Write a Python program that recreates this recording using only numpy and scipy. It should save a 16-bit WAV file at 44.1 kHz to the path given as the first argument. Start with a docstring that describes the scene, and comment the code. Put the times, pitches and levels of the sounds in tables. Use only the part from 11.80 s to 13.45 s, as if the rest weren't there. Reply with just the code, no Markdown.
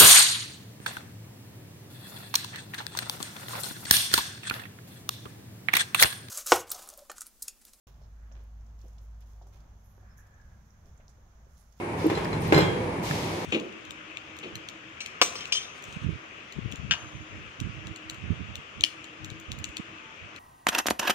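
"""A factory hall rumbles and hums. A valve puffs, and a hollow bottle bumps into its seat under a
benchtop pneumatic capper. The feed valve hisses with a faint whistle and the head comes down in a
rattling clack, ringing the frame, the steel chuck and the bench as the plastic cap snaps home.
A far machine drones briefly; half a second after the clack the air is let out."""
import sys
import numpy as np
from scipy import signal
from scipy.fft import rfft, irfft
from scipy.io import wavfile

SR = 44100
rng = np.random.default_rng(int(sys.argv[2]) if len(sys.argv) > 2 else 0)


def unload_wav(signal):
    """Save mono or channel-first audio to the path in sys.argv[1] as 16-bit WAV at rate SR, clipped to [-1, 1]."""
    wavfile.write(
        sys.argv[1],
        SR,
        np.round(np.clip(np.atleast_2d(signal).T, -1, 1) * 32767).astype(np.int16),
    )


N = 72765
T = np.arange(N) / SR
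HZ = np.maximum(np.fft.rfftfreq(2 * N, 1 / SR), 1)

# valves letting out air: start_s, level_db, fade_db_per_s, treble_lift_db
VALVE_PUFFS = [(.168, -43, 25, 0.5), (0.604, -41.5, 23, -2), (1.224, -35, 21.5, 3)]
# the head striking and rattling on the frame: start_s, ring_db, crash_db
HEAD_BLOWS = [(.299, -42, -23), (.374, -42, -24.5), (.529, -36, -27.5), (0.7227, -11.5, -18),
              (0.7292, -25, -19.5), (0.7433, -31, -19.5), (0.7628, -21.5, -20.5), (0.7767, -14, -18.5),
              (.789, -24, -21.5), (0.8051, -24.5, -29), (0.8288, -30, -27)]


def from_db(db):
    """Decibels to gain."""
    return 10 ** (np.asarray(db) / 20)


def unit_rms(x):
    """Scale to an rms of 1."""
    return x / np.sqrt(np.mean(x ** 2) + 1e-20)


def at_hz(points, hz):
    """Read a curve on a log-frequency axis."""
    freqs, values = np.transpose(points)
    return np.interp(np.log(hz), np.log(freqs), values)


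def colour(x, gain):
    """Filter by a gain per frequency."""
    return irfft(rfft(x, 2 * N) * gain)[..., :N]


def drift(rate_hz):
    """Smooth random wander of rms 1."""
    return unit_rms(colour(rng.standard_normal(N), 1 / (1 + (HZ / rate_hz) ** 2)))


def noise(gain):
    """Coloured stereo noise of rms 1, centred in the bass and wide in the treble."""
    # likeness of left and right: freq_hz, correlation
    likeness = [(100, .98), (350, 0.89), (700, 0.33), (1200, -0.17), (2500, -0.1), (5000, -0.013)]
    alike = np.clip(at_hz(likeness, HZ), -1, 1)
    mid, side = rng.standard_normal((2, N))
    mid = colour(mid, gain * np.sqrt(1 + alike))
    side = colour(side, gain * np.sqrt(1 - alike))
    return unit_rms(mid + side * [[1], [-1]])


def band(hz, half_width_hz):
    """Noise in one resonance."""
    return noise(1 / (1 + ((HZ - hz) / half_width_hz) ** 2))


def attack(start_s, rise_s):
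    """Envelope that climbs from 0 towards 1."""
    return 1 - np.exp(-np.maximum(T - start_s, 0) / rise_s)


def decay(start_s, t60_s):
    """Envelope that jumps to 1 and dies away."""
    return (T >= start_s) * 1e-3 ** (np.maximum(T - start_s, 0) / t60_s)


def struck(hits, modes, right_lag_s=0.0003054):
    """Each hit rings a body's modes a little differently; from the left, it reaches the right late."""
    ring = np.zeros(N)
    for start_s, db, *_ in hits:
        force = from_db(db) * attack(start_s, rise_s=0.0016)
        for hz, mode_db, t60_s in modes:
            strength = force * from_db(mode_db + rng.standard_normal())
            ring += strength * decay(start_s, t60_s) * np.sin(2 * np.pi * hz * (T - start_s))
    lowest_hz = modes[0][0]
    ring = signal.sosfilt(signal.butter(2, .6 * lowest_hz, "high", fs=SR, output="sos"), ring)
    return np.array([ring, np.interp(T - right_lag_s, T, ring)])


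def factory_rumble(level_db=-31.5, bass_hz=233, flutter_db=0.37):
    """Far machinery: a bed with swelling bass, a slight flutter above it and wavering hums."""
    # tone of the machinery: freq_hz, relative_db
    spectrum = [(25, -33), (50, -12), (100, -4), (160, -3), (240, -6), (360, -3.5), (520, -7), (720, -11),
                (950, -7.5), (1350, -19.5), (2300, -17), (3300, -31), (5000, -36.5), (9500, -42),
                (10700, -51.5), (15500, -52)]
    # rise and fall of the bass: time_s, gain_db
    bass_ride = [(0, -10.5), (.15, 0), (.4, 2.5), (.55, 4.5), (.7, 8), (.9, 5), (1.05, 3.5), (1.35, 1),
                 (1.65, -6)]
    # hums of other machines: pitch_hz, level_db
    hum_tones = [(100, -46), (163, -45), (350, -45.5), (2202, -56)]
    rumble = from_db(level_db) * noise(from_db(at_hz(spectrum, HZ)))
    bass = colour(rumble, 1 / (1 + (HZ / bass_hz) ** 4))
    swell = from_db(np.interp(T, *np.transpose(bass_ride)))
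    hums = sum(from_db(db) * np.sqrt(2) * np.sin(2 * np.pi * hz * T + drift(rate_hz=1.7))
               for hz, db in hum_tones)
    flutter = from_db(flutter_db * drift(rate_hz=26))
    return bass * swell + (rumble - bass) * flutter + hums


def thin_whine(level_db=-64):
    """A steady, narrow hiss hangs high in the hall."""
    return from_db(level_db) * band(9840, half_width_hz=220)


def air_puffs(treble_hz=7650, dulling_db_per_s=9):
    """Each valve opens quickly, treble first; its hiss fades and dulls as the pressure drops."""
    # tone of the escaping air: freq_hz, relative_db
    spectrum = [(500, -33), (1100, -4), (2200, 5.5), (3200, 6), (4500, 3.5), (6500, -1), (9500, -11.5),
                (13000, -13.5), (15500, -18.5)]
    puffs = 0
    for start_s, db, fade_db_per_s, lift_db in VALVE_PUFFS:
        age = np.maximum(T - start_s, 0)
        hiss = noise(from_db(at_hz(spectrum, HZ)))
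        treble = colour(hiss, 1 / (1 + (treble_hz / HZ) ** 4))
        jet = treble * attack(start_s, rise_s=0.0087) * from_db(lift_db - dulling_db_per_s * age)
        body = (hiss - treble) * attack(start_s, rise_s=.035)
        puffs += from_db(db - fade_db_per_s * age) * (jet + body)
    return puffs


def bottle_bumps():
    """The hollow bottle knocks into its seat with a short, low ring."""
    # knocks against the seat: start_s, level_db
    bumps = [(.2435, -19), (.2565, -17), (.2627, -19), (.3155, -19.5)]
    # bottle modes: pitch_hz, level_db, t60_s
    modes = [(325, 5, 0.074), (398, 7.5, 0.025), (503, -31, 0.026)]
    return struck(bumps, modes)


def cap_ticks(half_width_at_1khz=450):
    """The plastic cap ticks on the neck and snaps home, each tick a burst in one broad resonance."""
    # snaps of plastic: start_s, level_db, centre_hz
    snaps = [(.2655, -36, 12000), (.2988, -29, 2800), (.446, -33, 5000), (.449, -45, 12000),
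             (.4535, -23, 1700), (.6195, -40, 11500), (.677, -37, 13000), (.7232, -14, 2800),
             (.731, -16, 1600), (.786, -31, 12500), (1.31, -20, 1700)]
    ticks = 0
    for start_s, db, hz in snaps:
        envelope = attack(start_s, rise_s=0.00096) * decay(start_s, t60_s=.018)
        ticks += from_db(db) * envelope * band(hz, half_width_at_1khz * np.sqrt(hz / 1000))
    return ticks


def frame_ring():
    """The head's blows set the capper's frame ringing."""
    # frame modes: pitch_hz, level_db, t60_s
    modes = [(325.8, -2.5, 0.24), (370, 5.5, 0.048), (480.6, -1.5, 0.1), (540, -5.5, .14),
             (606.4, -24, 0.75), (838.6, -11, 0.25), (910, -13.5, 0.21), (1019, -18.5, 0.19),
             (1575, -1, 0.045), (1863, -25, 0.34), (2090, -11.5, 0.16), (2372, -24.5, 0.52),
             (2910, -36, .03)]
    return struck(HEAD_BLOWS, modes)


def head_crash(hard_blow_db=-19, dull_above_hz=4000):
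    """Every blow excites the same dense, short-lived modes; weak blows are duller."""
    # tone of the dense modes: freq_hz, relative_db
    spectrum = [(150, -10), (450, 9.5), (720, -1.5), (1000, 4), (1300, -2), (1700, 0), (2500, -4.5),
                (3600, -9), (5000, -18), (7500, -22), (9500, -31), (15000, -32.5)]
    bright = noise(from_db(at_hz(spectrum, HZ))) * attack(0, rise_s=0.00051) * decay(0, t60_s=0.098)
    dull = colour(bright, 1 / (1 + (HZ / dull_above_hz) ** 2))
    clatter = np.zeros((2, N))
    for start_s, _, db in HEAD_BLOWS:
        hardness = min(from_db(db - hard_blow_db), 1)
        blow = hardness * bright + (1 - hardness) * dull
        start = int(start_s * SR)
        clatter[:, start:] += from_db(db) * blow[:, :N - start]
    return clatter


def chuck_clinks(pan_db=3.5):
    """The steel chuck clinks brightly, louder on the right."""
    # taps on the chuck: start_s, level_db
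    clinks = [(.351, -34.5), (.528, -40.5), (.7435, -24.5), (.7565, -25.5), (.777, -29), (.805, -27)]
    # steel modes: pitch_hz, level_db, t60_s
    modes = [(3253, -13, 0.58), (4055, -1.5, 0.096), (4101, -1.5, 0.09), (4170, -22, .04), (5070, -6, 0.06),
             (6090, -20.5, 0.087), (6580, -31, 0.23), (6950, -15.5, 0.11), (7500, -19, 0.25),
             (7730, -18, 0.21)]
    return struck(clinks, modes) * from_db([[-pan_db], [pan_db]])


def valve_whistle(level_db=-53.5):
    """The valve that feeds the downstroke sings as it opens."""
    opens_s = VALVE_PUFFS[1][0]
    return from_db(level_db) * decay(opens_s, t60_s=0.7) * band(8970, half_width_hz=340)


def bench_thuds():
    """The bench takes the load and answers with deep thuds."""
    # jolts to the bench: start_s, level_db
    thuds = [(.748, -18.5), (.7605, -18), (.7675, -20.5), (.823, -19.5), (1.304, -24.5)]
    # bench modes: pitch_hz, level_db, t60_s
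    modes = [(106.3, -16.5, 0.73), (151.3, 4, 0.11), (173.5, -7.5, 0.51)]
    return struck(thuds, modes)


def far_drone(peak_s=1.029, spread_s=0.099, pitch_hz=496.5, level_db=-35):
    """A far machine's wavering tone swells and fades."""
    swell = np.exp(-((T - peak_s) / spread_s) ** 2)
    tone = np.sqrt(2) * np.sin(2 * np.pi * pitch_hz * T + drift(rate_hz=14))
    return from_db(level_db) * swell * tone


def hall_reverb(send):
    """Diffuse reverberation whose treble dies first."""
    # ring time of the hall: freq_hz, t60_s
    ring_times = [(150, .7), (1000, 0.73), (3000, 0.56), (8000, 0.43), (15000, .3)]
    white = rng.standard_normal((2, N))
    edges_hz = np.geomspace(40, 20000, 10)
    tail = 0
    for low, high in zip(edges_hz, edges_hz[1:]):
        envelope = attack(0, rise_s=0.0049) * decay(0, at_hz(ring_times, np.sqrt(low * high)))
        tail += colour(white, (HZ >= low) & (HZ < high)) * envelope / np.sqrt(np.sum(envelope ** 2))
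    return signal.fftconvolve(send, tail, axes=1)[:, :N]


def scene():
    """The impacts feed the hall's reverb; the air and the factory bed are mixed in dry."""
    # sound, reverb_send_db
    impacts = [(bottle_bumps(), -18.5), (cap_ticks(), -14.5), (frame_ring(), -8),
               (head_crash(), -1), (chuck_clinks(), -7.5), (bench_thuds(), -18.5)]
    direct = sum(sound for sound, _ in impacts)
    reverb = hall_reverb(sum(from_db(send_db) * sound for sound, send_db in impacts))
    bed = factory_rumble() + thin_whine() + far_drone()
    return bed + direct + reverb + air_puffs() + valve_whistle()


def record(dry, low_cut_hz=22, high_cut_hz=15500):
    """The two microphone ports differ in colour; the deep bass and the very top are cut."""
    # balance of the ports: freq_hz, left_minus_right_db
    balance = [(300, -0.5), (700, -2), (1300, 2.5), (2300, 2), (4000, -1), (7000, 2), (10500, 8),
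               (15000, 5.5)]
    port_gain = from_db(at_hz(balance, HZ) * np.array([[.5], [-.5]]))
    heard = colour(dry, port_gain / np.sqrt(1 + (low_cut_hz / HZ) ** 8))
    return signal.sosfilt(signal.ellip(12, .1, 90, high_cut_hz, fs=SR, output="sos"), heard)


dry = scene()
out = record(dry)
unload_wav(out)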